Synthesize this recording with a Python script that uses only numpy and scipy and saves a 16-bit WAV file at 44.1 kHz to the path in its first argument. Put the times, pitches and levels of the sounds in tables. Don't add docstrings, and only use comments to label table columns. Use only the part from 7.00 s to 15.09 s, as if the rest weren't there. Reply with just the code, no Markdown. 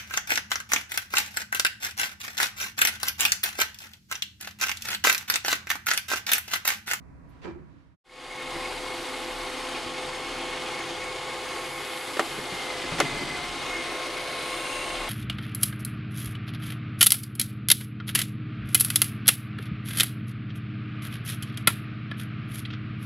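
import sys
import numpy as np
from scipy import signal
from scipy.fft import rfft, irfft, next_fast_len
from scipy.io import wavfile
from scipy.ndimage import uniform_filter1d, map_coordinates

SR = 44100
rng = np.random.default_rng(int(sys.argv[2]) if len(sys.argv) > 2 else 0)


def unload_audio(sound):
    columns = np.transpose(np.atleast_2d(sound))
    steps = np.round(np.clip(columns, -1, 1) * 32767)
    wavfile.write(sys.argv[1], SR, steps.astype(np.int16))


N = 356769
T = np.arange(N) / SR
TURNED = np.clip((T - 5.3) / 1.84, 0, 1)

# frequency in Hz, relative noise density in dB.
SUCTION_AWAY = [(140, -32), (200, -34), (253, -20.5), (337, 0), (450, -3), (508, -3.5), (600, -8),
                (829, -1.5), (964, -5.5), (1060, -3.5), (1660, -8), (2190, -6.5), (2400, -10.5),
                (3000, -10), (4570, -13), (5800, -28.5), (7800, -23), (13200, -120)]
SUCTION_TURNED = [(140, -45), (230, -22.5), (332, -1), (468, -6), (501, -10), (543, -6), (704, -2.5),
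                  (913, -8.5), (1090, -5.5), (1280, -6), (1910, -9.5), (2190, -2.5), (2400, -15.5),
                  (3980, -10.5), (6000, -24.5), (7800, -63), (13200, -120)]
HISS_AWAY = [(3240, -17.5), (5500, -1.5), (5690, -2.5), (6690, 2.5), (7470, -10), (8450, 1.5), (10600, -5),
             (11100, -4), (12500, -19), (16200, -47), (22000, -120)]
HISS_TURNED = [(3240, -32), (5500, 2), (5770, 4), (6620, 9), (7400, 7), (8100, 9), (9050, 5), (9800, 5.5),
               (11400, 2.5), (11900, 0), (12500, -18), (16200, -49), (22000, -120)]
# time in seconds, gain in dB.
NEARNESS_GAIN = [(1.5, 0), (2.2, -0.3), (3.5, 1), (4.9, -0.5), (5.5, 0), (5.9, 1.5), (6.3, 0.5),
                 (8.09, 0.66)]
# multiple of the shaft rate, level in dB, flutter in dB.
FAN_HUMS = [(2, -7.5, 2), (3, -1.5, 1.3), (4, -14.5, 1.5), (5, -8.5, 2.2), (6, -14.5, 1)]
# multiple, time and width in seconds, gain in dB.
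HUM_SHADOWS = [(3, 5.42, .13, -5), (3, 6.2, 0.14, -17), (3, 6.48, .1, -14), (5, 5.0, 0.2, -15),
               (5, 7.06, .22, -18)]
# time in seconds, shaft rate in Hz.
BRUSH_SHAFT = [(1.5, 361.4), (4.1, 363.2), (4.5, 363.3), (5.0, 358.3), (5.6, 353), (5.8, 336.4),
               (5.95, 348.2), (6.25, 338.6), (6.42, 345.5), (6.56, 358.7), (8.09, 359.4)]
# multiple of the shaft rate, level in dB.
GEAR_TONES = [(5, -15), (6, -3), (7, -15.5)]
# time in seconds, level in dB.
GEAR_WHINE_LEVEL = [(1.1, -43), (1.4, -41), (1.7, -44), (2.3, -47), (4.0, -42), (4.9, -43.5), (5.35, -45.5),
                    (6.03, -41), (6.22, -38.5), (6.5, -43), (6.76, -37.5), (7.05, -48), (8.09, -44)]
GROWL_LEVEL = [(1.6, -46), (2.3, -52), (3.0, -48), (4.2, -47), (4.7, -47), (4.9, -55), (6.35, -51.5),
               (7.02, -44), (7.75, -42), (8.09, -45.5)]
# frequency in Hz, level in dB.
WHINE_TONES = [(7156, -70), (7494, -69), (7834, -70), (8005, -69), (8344, -71), (9030, -80), (9367, -65),
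               (10045, -62.5), (10384, -67), (10693, -72), (10727, -62), (11063, -73), (11407, -70),
               (11579, -73), (11752, -67), (11919, -74), (12086, -73)]
# time and width in seconds, gain in dB.
WHINE_SWEEPS = [(2.1, 0.57, 12.5), (5.05, 0.56, 18.5)]
# start in seconds, level in dB,
# then crack, push and hollow body in relative dB.
BUMPER_HITS = [(5.169, -25, -14, -6, -9), (5.1943, -16.5, -6, 8.5, 0), (5.1997, -38, -16, 10, -12),
               (5.2038, -38, -10, 13, -9), (5.2087, -39, -18, 8, 1), (5.985, -27, -2, -9, -22),
               (5.991, -32, 7, -9, -22), (6.0013, -15.5, 5, -11, -19), (6.0039, -21.5, -6, 14, -8),
               (6.0077, -27.5, -10, 5, -9), (6.0176, -31, -18, 11, -11)]
# frequency in Hz, relative noise density in dB.
RATTLE_SPECTRUM = [(120, -37), (220, -5), (330, 7), (710, -3), (1400, -3.5), (2300, -3.5), (3300, -7.5),
                   (4200, -14), (6400, -17), (12500, -27)]
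# frequency in Hz, level in dB, t60 in seconds.
SHELL_MODES = [(605, 2, 0.049), (777, 1.5, 0.086), (960, -5, 0.055), (1150, -0.5, 0.1), (1360, 4, 0.043),
               (1510, -4, 0.06), (1875, 5, 0.036), (2060, 5, 0.023), (2230, -12, 0.045), (2850, -15, 0.037),
               (3280, -17, .035)]
CHASSIS_MODES = [(253, -12, 0.075), (331, -3.5, 0.15), (424, 2, 0.086), (556, -9, 0.073)]
# start in seconds, level in dB, pitch in Hz.
CHASSIS_THUDS = [(1.554, -21.5, 336), (2.775, -24, 338), (2.86, -34.5, 90), (3.66, -29, 336),
                 (5.375, -25, 403), (5.380, -25.5, 219), (5.522, -22.5, 176), (5.839, -22, 343),
                 (5.92, -18, 165), (6.040, -24, 141), (6.127, -24, 144), (6.152, -25, 412),
                 (6.225, -29, 355.6), (6.664, -25.5, 399)]
# frequency and bandwidth in Hz, level in dB,
# time it faces the microphone and width of that pass in seconds.
VENT_SLOTS = [(2540, 45, -1, 7.35, .45), (2765, 41, 8, 7.82, 0.21), (2950, 200, -5.5, 7.9, 0.29),
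              (3460, 390, -6, 7.5, 0.11), (3870, 310, -8, 7.4, 0.43), (6570, 290, -9, 7.75, .2),
              (8120, 290, -9.5, 6.9, .25), (8630, 590, -4, 7.73, 0.27), (9280, 200, -4, 7.58, 0.17),
              (9800, 270, -10, 7.3, 0.28)]
# frequency and bandwidth in Hz, level in dB.
HOUSING_MODES = [(2524, 65, 3.5), (2845, 110, 1), (3080, 110, 4), (3327, 86, 3.5), (3640, 170, 1),
                 (4100, 114, -1), (4410, 140, -4.5), (4710, 84, -1), (5190, 82, -3), (6600, 490, -20)]
# start in seconds, level in dB,
# t60 in seconds.
BRUSH_SCUFFS = [(2.745, -34, .12), (3.66, -37, .2)]
# time in seconds, share of cruising speed.
WHEEL_PACE = [(3.1, 1.16), (3.8, .85), (4.6, 0.46), (5.0, 0.32), (5.6, .9), (6.15, 2.1), (6.5, 1.6),
              (6.75, 0.7), (7.0, 1.3), (7.33, 0.56), (7.7, 0.97), (7.9, 2)]
# pitch in Hz, dB driving away, dB turned round, dB lost at a standstill.
WHEEL_TONES = [(141.5, -62.5, -61, -4), (582, -64, -53, -6), (718, -58, -51.5, -1), (777, -50, -65, 20),
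               (1211, -55, -68, 4), (2032, -58, -53, -10), (2214, -58, -49, -13)]
# frequency in Hz, relative noise density in dB.
ROLL_SPECTRUM = [(35, -39), (60, -2.5), (107, -5), (140, -0.5), (177, -5.5), (200, -7.5), (240, -6),
                 (300, -11), (390, -26), (660, -120)]
DRONE_SPECTRUM = [(190, -60), (225, -13), (245, -0.5), (268, 2), (295, -2.5), (340, -24), (450, -90)]
RUMBLE_SPECTRUM = [(14, -25), (22, -6), (29, -5), (35, 9), (42, -14), (52, -21), (70, -20), (95, -18),
                   (130, -53)]
# time in seconds, level in dB.
ROLLING_LEVEL = [(1.3, -53), (1.65, -53.5), (2.3, -58), (2.9, -55), (3.3, -55), (3.85, -51), (4.4, -53),
                 (5.0, -56), (5.6, -52.5), (6.5, -48), (6.8, -53.5), (7.7, -54.5), (8.0, -52)]
DRONE_LEVEL = [(1.5, -51.5), (2.0, -50.5), (2.7, -47), (3.7, -50), (3.95, -61), (5.1, -54), (5.4, -49),
               (5.9, -50.5), (6.4, -49), (7.1, -54), (8.09, -52)]
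# frequency in Hz, relative noise density in dB.
THUMP_SPECTRUM = [(100, -22), (200, 5.5), (270, -6), (450, 1), (700, -9.5), (1050, -8.5), (1500, -10.5),
                  (2300, -17), (3000, -25), (4800, -29), (7500, -31), (9500, -46), (12000, -56)]
ROOM_RUMBLE = [(15, -52), (25, -23), (70, -8.5), (102, -13.5), (172, -13), (216, -27.5), (274, -15),
               (500, -47), (650, -73), (1100, -120)]
ROOM_AIR = [(250, -23), (400, 1.5), (520, 1), (700, 0.5), (890, -5), (985, 7), (1045, -5), (1100, 4.5),
            (1200, -4), (2000, -8), (2650, -15), (2900, -26), (4500, -25), (8000, -30), (12000, -36)]
# frequency in Hz, level in dB, t60 in seconds.
THUMP_TONES = [(318, -0.5, .23), (366, -4, 0.21), (420, -2, 0.19), (561, -10, .2), (750, -12, 0.22),
               (897, -11, .3), (980, -2, 0.23), (1270, -9, .17), (1600, -13, .22), (2000, -16, .3),
               (2350, -13, .22), (3040, -19, .17), (4700, -23, .2), (7100, -30, .1), (7650, -29, .1)]
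# start in seconds, level in dB, pitch in Hz, t60 in seconds.
THUMP_BOOMS = [(.448, -37.5, 170, 0.17), (0.473, -34, 344.7, 0.19), (.527, -43, 74, 0.1),
               (.553, -43, 359.6, 0.24), (.598, -41, 164, 0.23), (.735, -46, 272, 0.16)]
# start in seconds, level in dB, t60 in seconds.
THUMP_SCRAPES = [(.415, -56, .14), (.430, -54, 0.099), (.441, -51, 0.1), (.476, -58, .22)]
# time and width in seconds, level in dB.
FAINT_RUSTLES = [(.37, 0.068, -67.5), (.77, 0.12, -71.5)]
# frequency in Hz, t60 in seconds.
THUMP_DECAY = [(150, 1), (350, 0.43), (1000, 0.55), (4000, 0.43), (10000, 0.19)]
WALL_DECAY = [(150, 0.26), (1500, 0.22), (10000, 0.32)]
# first and last delay in seconds, gain.
ECHO_PATHS = [(.0011, 0.00068, 0.011), (.0034, .0046, 0.02), (.0083, .0068, .15)]
# time in seconds, centre in Hz, gain in dB.
FLOOR_NOTCH = [(6.5, 7750, 2), (6.85, 7400, -10), (7.3, 7300, -5), (7.6, 7260, 0), (8.0, 7050, -3)]
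# frequency in Hz, left-right likeness from 0 to 1.
NEAR_LIKENESS = [(60, 0.35), (130, 0.73), (280, 0.96), (590, 0.93), (1280, 0.92), (2740, 0.86),
                 (5890, 0.81), (12600, 0.63)]
FAR_LIKENESS = [(100, 0.062), (600, 0.035), (5000, 0.092)]

# dB driving away, dB added under full strain, dB added once turned round.
SUCTION_DB, HISS_DB, RASP_DB = (-37, 0.5, 1), (-50, 1, 1), (-43, 2, 0)
FAN_DB, WHINE_DB = (-42.7, -0.8, -0.6), (-11.5, 8, -21)
FAN_SHAFT_HZ = 169.9
THROB_HZ, THROB_CREST_S, THROB_DB = 3.765, 2.72, 4.2
STRAIN_S, STRAIN_RISE_S, STRAIN_HOLD_S, STRAIN_RELEASE_S = 5.15, 0.88, 0.88, 0.46


def airflow():
    slaps = np.cos(angle(27 * (1 + 0.014 * wobble(3.42))))
    drag_db = .5 * wobble(9) + .5 * wobble(45)
    air = turning_noise(SUCTION_AWAY, SUCTION_TURNED) * amp(running(SUCTION_DB) + drag_db + 0.35 * slaps)
    hiss = turning_noise(HISS_AWAY, HISS_TURNED) * amp(running(HISS_DB) + drag_db + 0.87 * slaps)
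    return air + hiss


def fan():
    shaft = angle(FAN_SHAFT_HZ * (1 + 0.00251 * wobble(45) + 0.0008 * wobble(0.795)))
    out = np.zeros(N)
    for k, level, flutter_db in FAN_HUMS:
        shade_db = sum(db * bell(s, width) for order, s, width, db in HUM_SHADOWS if order == k)
        out += amp(running(FAN_DB) + level + shade_db + flutter_db * wobble(14)) * np.sin(k * shaft)
    return np.sqrt(2) * out


def brush_motor():
    load = np.cos(2 * np.pi * THROB_HZ * (T - THROB_CREST_S))
    throb_db = THROB_DB * load * np.minimum(curve(WHEEL_PACE), 1) * (1 - strain())
    whine_db = curve(GEAR_WHINE_LEVEL) + throb_db + 1.3 * wobble(28)
    shaft = angle(curve(BRUSH_SHAFT) * (1 + 0.003 * load + 0.0028 * wobble(25) + 0.0116 * wobble(260)))
    growl = amp(curve(GROWL_LEVEL) + load + 1.8 * wobble(30)) * np.sin(3 * shaft)
    gears = sum(amp(whine_db + db + 3.8 * wobble(130)) * np.sin(k * shaft) for k, db in GEAR_TONES)
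    return np.sqrt(2) * (growl + gears)


def electric_whine():
    facing_db = running(WHINE_DB) + sum(db * bell(s, width) for s, width, db in WHINE_SWEEPS)
    speed = 1 + 0.00046 * wobble(4.7)
    return np.sqrt(2) * sum(amp(db + facing_db + wobble(8)) * np.sin(angle(hz * speed + 6 * wobble(90)))
                            for hz, db in WHINE_TONES)


def bumper():
    out, t = np.zeros((2, N)), np.arange(SR // 4) / SR

    def fade(t60, attack):
        return (1 - np.exp(-t / attack)) * amp(-60 * t / t60)

    def ring(modes):
        return sum(amp(db + rng.normal(0, 1.6)) * fade(t60, attack=0.00091)
                   * np.sin(2 * np.pi * hz * t + rng.normal(0, 1)) for hz, db, t60 in modes)

    bright = noise([(800, -16), (2000, 0), (6500, -2), (12500, -13)])
    dull = noise(RATTLE_SPECTRUM)
    for s, db, crack_db, push_db, body_db in BUMPER_HITS:
        span = slice(round(s * SR), round(s * SR) + len(t))
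        contact = (t - .0006) / 0.00022
        push = amp(push_db) * (1 - contact ** 2) * np.exp(-contact ** 2 / 2)
        crack = amp(crack_db) * fade(t60=0.011, attack=0.00025) * bright[:, span]
        rattle = amp(-1) * fade(t60=0.048, attack=0.0007) * dull[:, span]
        ringing = amp(-9) * ring(SHELL_MODES) + amp(body_db - 8) * ring(CHASSIS_MODES)
        out[:, span] += amp(db) * (push + crack + rattle + ringing)
    return out


def thuds():
    out = np.zeros((2, N))
    tap = noise([(60, -5), (150, -15), (450, -1), (900, -10), (2500, -7), (8000, -50)])
    for s, db, hz in CHASSIS_THUDS:
        swing = 2 * np.pi * hz * (T - s)
        rocking = np.sin(swing) + .5 * np.sin(0.804 * swing)
        out += amp(db - 2.5) * struck(s, t60=0.085, attack=0.0086) * rocking
        out += amp(db - 10.5) * struck(s, t60=0.064, attack=.001) * tap
    return out


def judder():
    shudder = amp(-35 + 3 * wobble(25)) * struck(5.92, t60=1.7, attack=0.064)
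    return shudder * noise([(30, -30), (70, -17), (140, 6), (230, 1), (360, 6), (520, -22), (900, -60)])


def vent():
    air = noise([(1000, -30), (2200, 6), (12000, -2.5)])
    slots = sum(bell(s, span) * resonate(air, [(hz, width, db)]) for hz, width, db, s, span in VENT_SLOTS)
    return amp(-30 + 0.66 * wobble(8)) * slots


def bristle_rasp(turns_per_stroke=3, scatter=0.35, decay_s=0.01):
    stroke_hz = curve(BRUSH_SHAFT) / turns_per_stroke * (1 + .05 * wobble(40))
    count = np.cumsum(stroke_hz) / SR
    sizes = 1 + scatter * rng.uniform(-1.04, 1, size=4096)[count.astype(int)]
    strokes = sizes * np.exp(-(count % 1) / stroke_hz / decay_s)
    rasp = strokes * noise([(1500, -28), (2400, 2.5), (7000, -1), (9000, -12)])
    return amp(running(RASP_DB)) * unit(resonate(rasp, HOUSING_MODES))


def scuffs():
    friction = noise([(1200, -20), (2400, 5), (4000, -5), (9000, -17)])
    scrape = unit(resonate(friction, HOUSING_MODES))
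    return sum(amp(db) * struck(s, t60, attack=.004) for s, db, t60 in BRUSH_SCUFFS) * scrape


def grit(ticks_per_s=70, scatter=0.31, decay_s=0.002):
    hits = (rng.random(N) < ticks_per_s / SR) * (1 + scatter * rng.uniform(-1, 1, N))
    bursts = signal.lfilter([1], [1, -np.exp(-1 / (decay_s * SR))], hits)
    return amp(-44.5) * bursts * noise([(300, -7), (900, -4), (3500, -5), (6000, -17), (12000, -16)])


def wheel_roll():
    rolling = noise(ROLL_SPECTRUM) * amp(curve(ROLLING_LEVEL) + 1.1 * wobble(12))
    drone = noise(DRONE_SPECTRUM) * amp(curve(DRONE_LEVEL))
    rumble = noise(RUMBLE_SPECTRUM, likeness=[(30, 0.38), (100, .5)]) * amp(-53.5 + 0.97 * wobble(3.1))
    return rolling + drone + rumble * curve(WHEEL_PACE) ** 1.1


def wheel_gears():
    slowed = np.maximum(1 - curve(WHEEL_PACE), 0)
    out = np.zeros(N)
    for hz, away_db, turned_db, lost_db in WHEEL_TONES:
        db = away_db + TURNED * (turned_db - away_db) - lost_db * slowed + 2.65 * wobble(8)
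        out += amp(db - 1) * np.sqrt(2) * np.sin(angle(hz * (1 + 0.00695 * wobble(40))))
    return out


def far_thump():
    tick = amp(-63) * struck(0.287, t60=.12, attack=.005) * far_noise([(8000, -40), (10300, 0), (12500, 0)])
    friction = far_noise([(500, -4), (2500, 10.5), (5000, 1), (11000, -22)])
    scrapes = sum(amp(db) * struck(s, t60, attack=0.0036) for s, db, t60 in THUMP_SCRAPES) * friction
    swell = np.interp(T, [.41, .42, .436, .45], [0, 0.061, 0.25, 0.93])
    scuff = amp(-36 + 1.9 * wobble(160)) * swell * dying(far_noise(THUMP_SPECTRUM), 0.4, THUMP_DECAY)
    ring = sum(amp(db - 40.5) * struck(.447, t60, attack=.008)
               * np.sin(angle(hz * (1 + .008 * wobble(60)))) for hz, db, t60 in THUMP_TONES)
    booms = sum(amp(db) * struck(s, t60, attack=0.0041)
                * np.sin(angle(hz * (1 + 0.091 * wobble(90.7)))) for s, db, hz, t60 in THUMP_BOOMS)
    return tick + scrapes + scuff + room(booms + ring, wet_db=2)


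def room_tone(sink_s=0.54, sink_db_per_s=26):
    sink = amp(-sink_db_per_s * np.maximum(T - sink_s, 0))
    bed = amp(-52) * far_noise(ROOM_RUMBLE) + amp(-63) * far_noise(ROOM_AIR)
    rustle = far_noise([(400, -6), (1500, 8), (4500, -5), (7000, -15), (12000, -26)])
    return sink * bed + sum(amp(db) * bell(s, width) for s, width, db in FAINT_RUSTLES) * rustle


def reflected(x):
    out = x.copy()
    for first, last, gain in ECHO_PATHS:
        delayed = np.arange(N) - SR * np.linspace(first, last, N)
        out += gain * np.array([map_coordinates(side, [delayed]) for side in x])
    return out


def shimmer(x, patch_db=1.4, notch_width_hz=300):
    hz, t, spectra = signal.stft(x, SR, nperseg=512)
    field = uniform_filter1d(rng.standard_normal(spectra.shape[1:]), size=3, axis=0)
    field = uniform_filter1d(field, size=60, axis=1)
    patches = patch_db * unit(field) * np.clip(hz / 6000, 0, 1)[:, None]
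    s, centre_hz, gain_db = np.transpose(FLOOR_NOTCH)
    offset = (hz[:, None] - np.interp(t, s, centre_hz)) / notch_width_hz
    notch = np.interp(t, s, gain_db) * np.exp(-.5 * offset ** 2)
    return signal.istft(spectra * amp(patches + notch), SR, nperseg=512)[1][:, :N]


def room(x, wet_db):
    tail = dying(rng.standard_normal((2, SR // 3)), 0, WALL_DECAY)
    tail[:, :SR // 300] = 0
    echo = signal.fftconvolve(np.atleast_2d(x), tail / np.linalg.norm(tail[0]), axes=1)[:, :N]
    return x + amp(wet_db) * echo


def strain():
    corners = STRAIN_S + np.cumsum([0, STRAIN_RISE_S, STRAIN_HOLD_S, STRAIN_RELEASE_S])
    return np.interp(T, corners, [0, 1, 1, 0])


def running(levels):
    away_db, strain_db, turned_db = levels
    return away_db + curve(NEARNESS_GAIN) + strain_db * strain() + turned_db * TURNED


def noise(spectrum, likeness=NEAR_LIKENESS):
    def response(hz):
        spread = np.arccos(np.clip(along(likeness, hz), -1, 1)) / 2
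        return amp(along(spectrum, hz)) * [np.cos(spread), np.sin(spread)]

    mid, side = filtered(rng.standard_normal((2, N)), response)
    return np.array([mid + side, mid - side]) / np.std(mid)


def far_noise(spectrum):
    return noise(spectrum, FAR_LIKENESS)


def turning_noise(away, turned):
    return np.sqrt(1 - TURNED) * noise(away) + np.sqrt(TURNED) * noise(turned)


def resonate(x, modes):
    return filtered(x, lambda f: sum(amp(db) * 1j * f * width / (hz * hz - f * f + 1j * f * width)
                                     for hz, width, db in modes))


def filtered(x, response):
    size = next_fast_len(N + 8192)
    return irfft(rfft(x, size) * response(np.fft.rfftfreq(size, 1 / SR)), size)[..., :N]


def dying(x, start, t60s):
    hz, t, spectra = signal.stft(x, SR, nperseg=256)
    fall = amp(-60 * np.maximum(t - start, 0) / along(t60s, hz)[:, None])
    return signal.istft(spectra * fall, SR, nperseg=256)[1][..., :x.shape[-1]]


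def struck(s, t60, attack):
    age = np.maximum(T - s, 0)
    return (1 - np.exp(-age / attack)) * amp(-np.minimum(60 * age / t60, 200))


def bell(s, width):
    return np.exp(-.5 * ((T - s) / width) ** 2)


def wobble(rate):
    return map_coordinates(rng.standard_normal(4096), [T * rate], mode="wrap")


def angle(hz):
    return 2 * np.pi * (np.cumsum(hz) / SR + rng.random())


def curve(points):
    return np.interp(T, *np.transpose(points))


def along(points, hz):
    freqs, values = np.transpose(points)
    return np.interp(np.log(hz + 1), np.log(freqs + 1), values)


def amp(db):
    return 10 ** (np.asarray(db) / 20)


def unit(x):
    return x / np.sqrt(np.mean(x ** 2) + 1e-20)


def scene():
    fade_out = np.clip((.962 - T) / 0.024, 0, 1)
    fade_in = np.clip((T - 1.04) / 0.48, 0, 1) ** 1.04
    pan_db = 0.36 + 0.5 * TURNED
    hum = room(fan(), wet_db=-20)
    whines = room(brush_motor() + electric_whine() + wheel_gears(), wet_db=-13)
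    knocks = room(bumper() + thuds(), wet_db=-18)
    rush = shimmer(reflected(airflow()) + wheel_roll() + vent() + grit() + scuffs() + bristle_rasp())
    machine = (rush + judder() + hum + whines + knocks) * amp([pan_db / 2, -pan_db / 2])
    quiet = (room_tone() + far_thump()) * amp([[-1.8], [1.8]])
    return fade_out * quiet + fade_in * machine


def record(dry):
    return filtered(dry, lambda hz: 1 / np.sqrt(1 + (hz / 12600) ** 160))


dry = scene()
out = record(dry)
unload_audio(out)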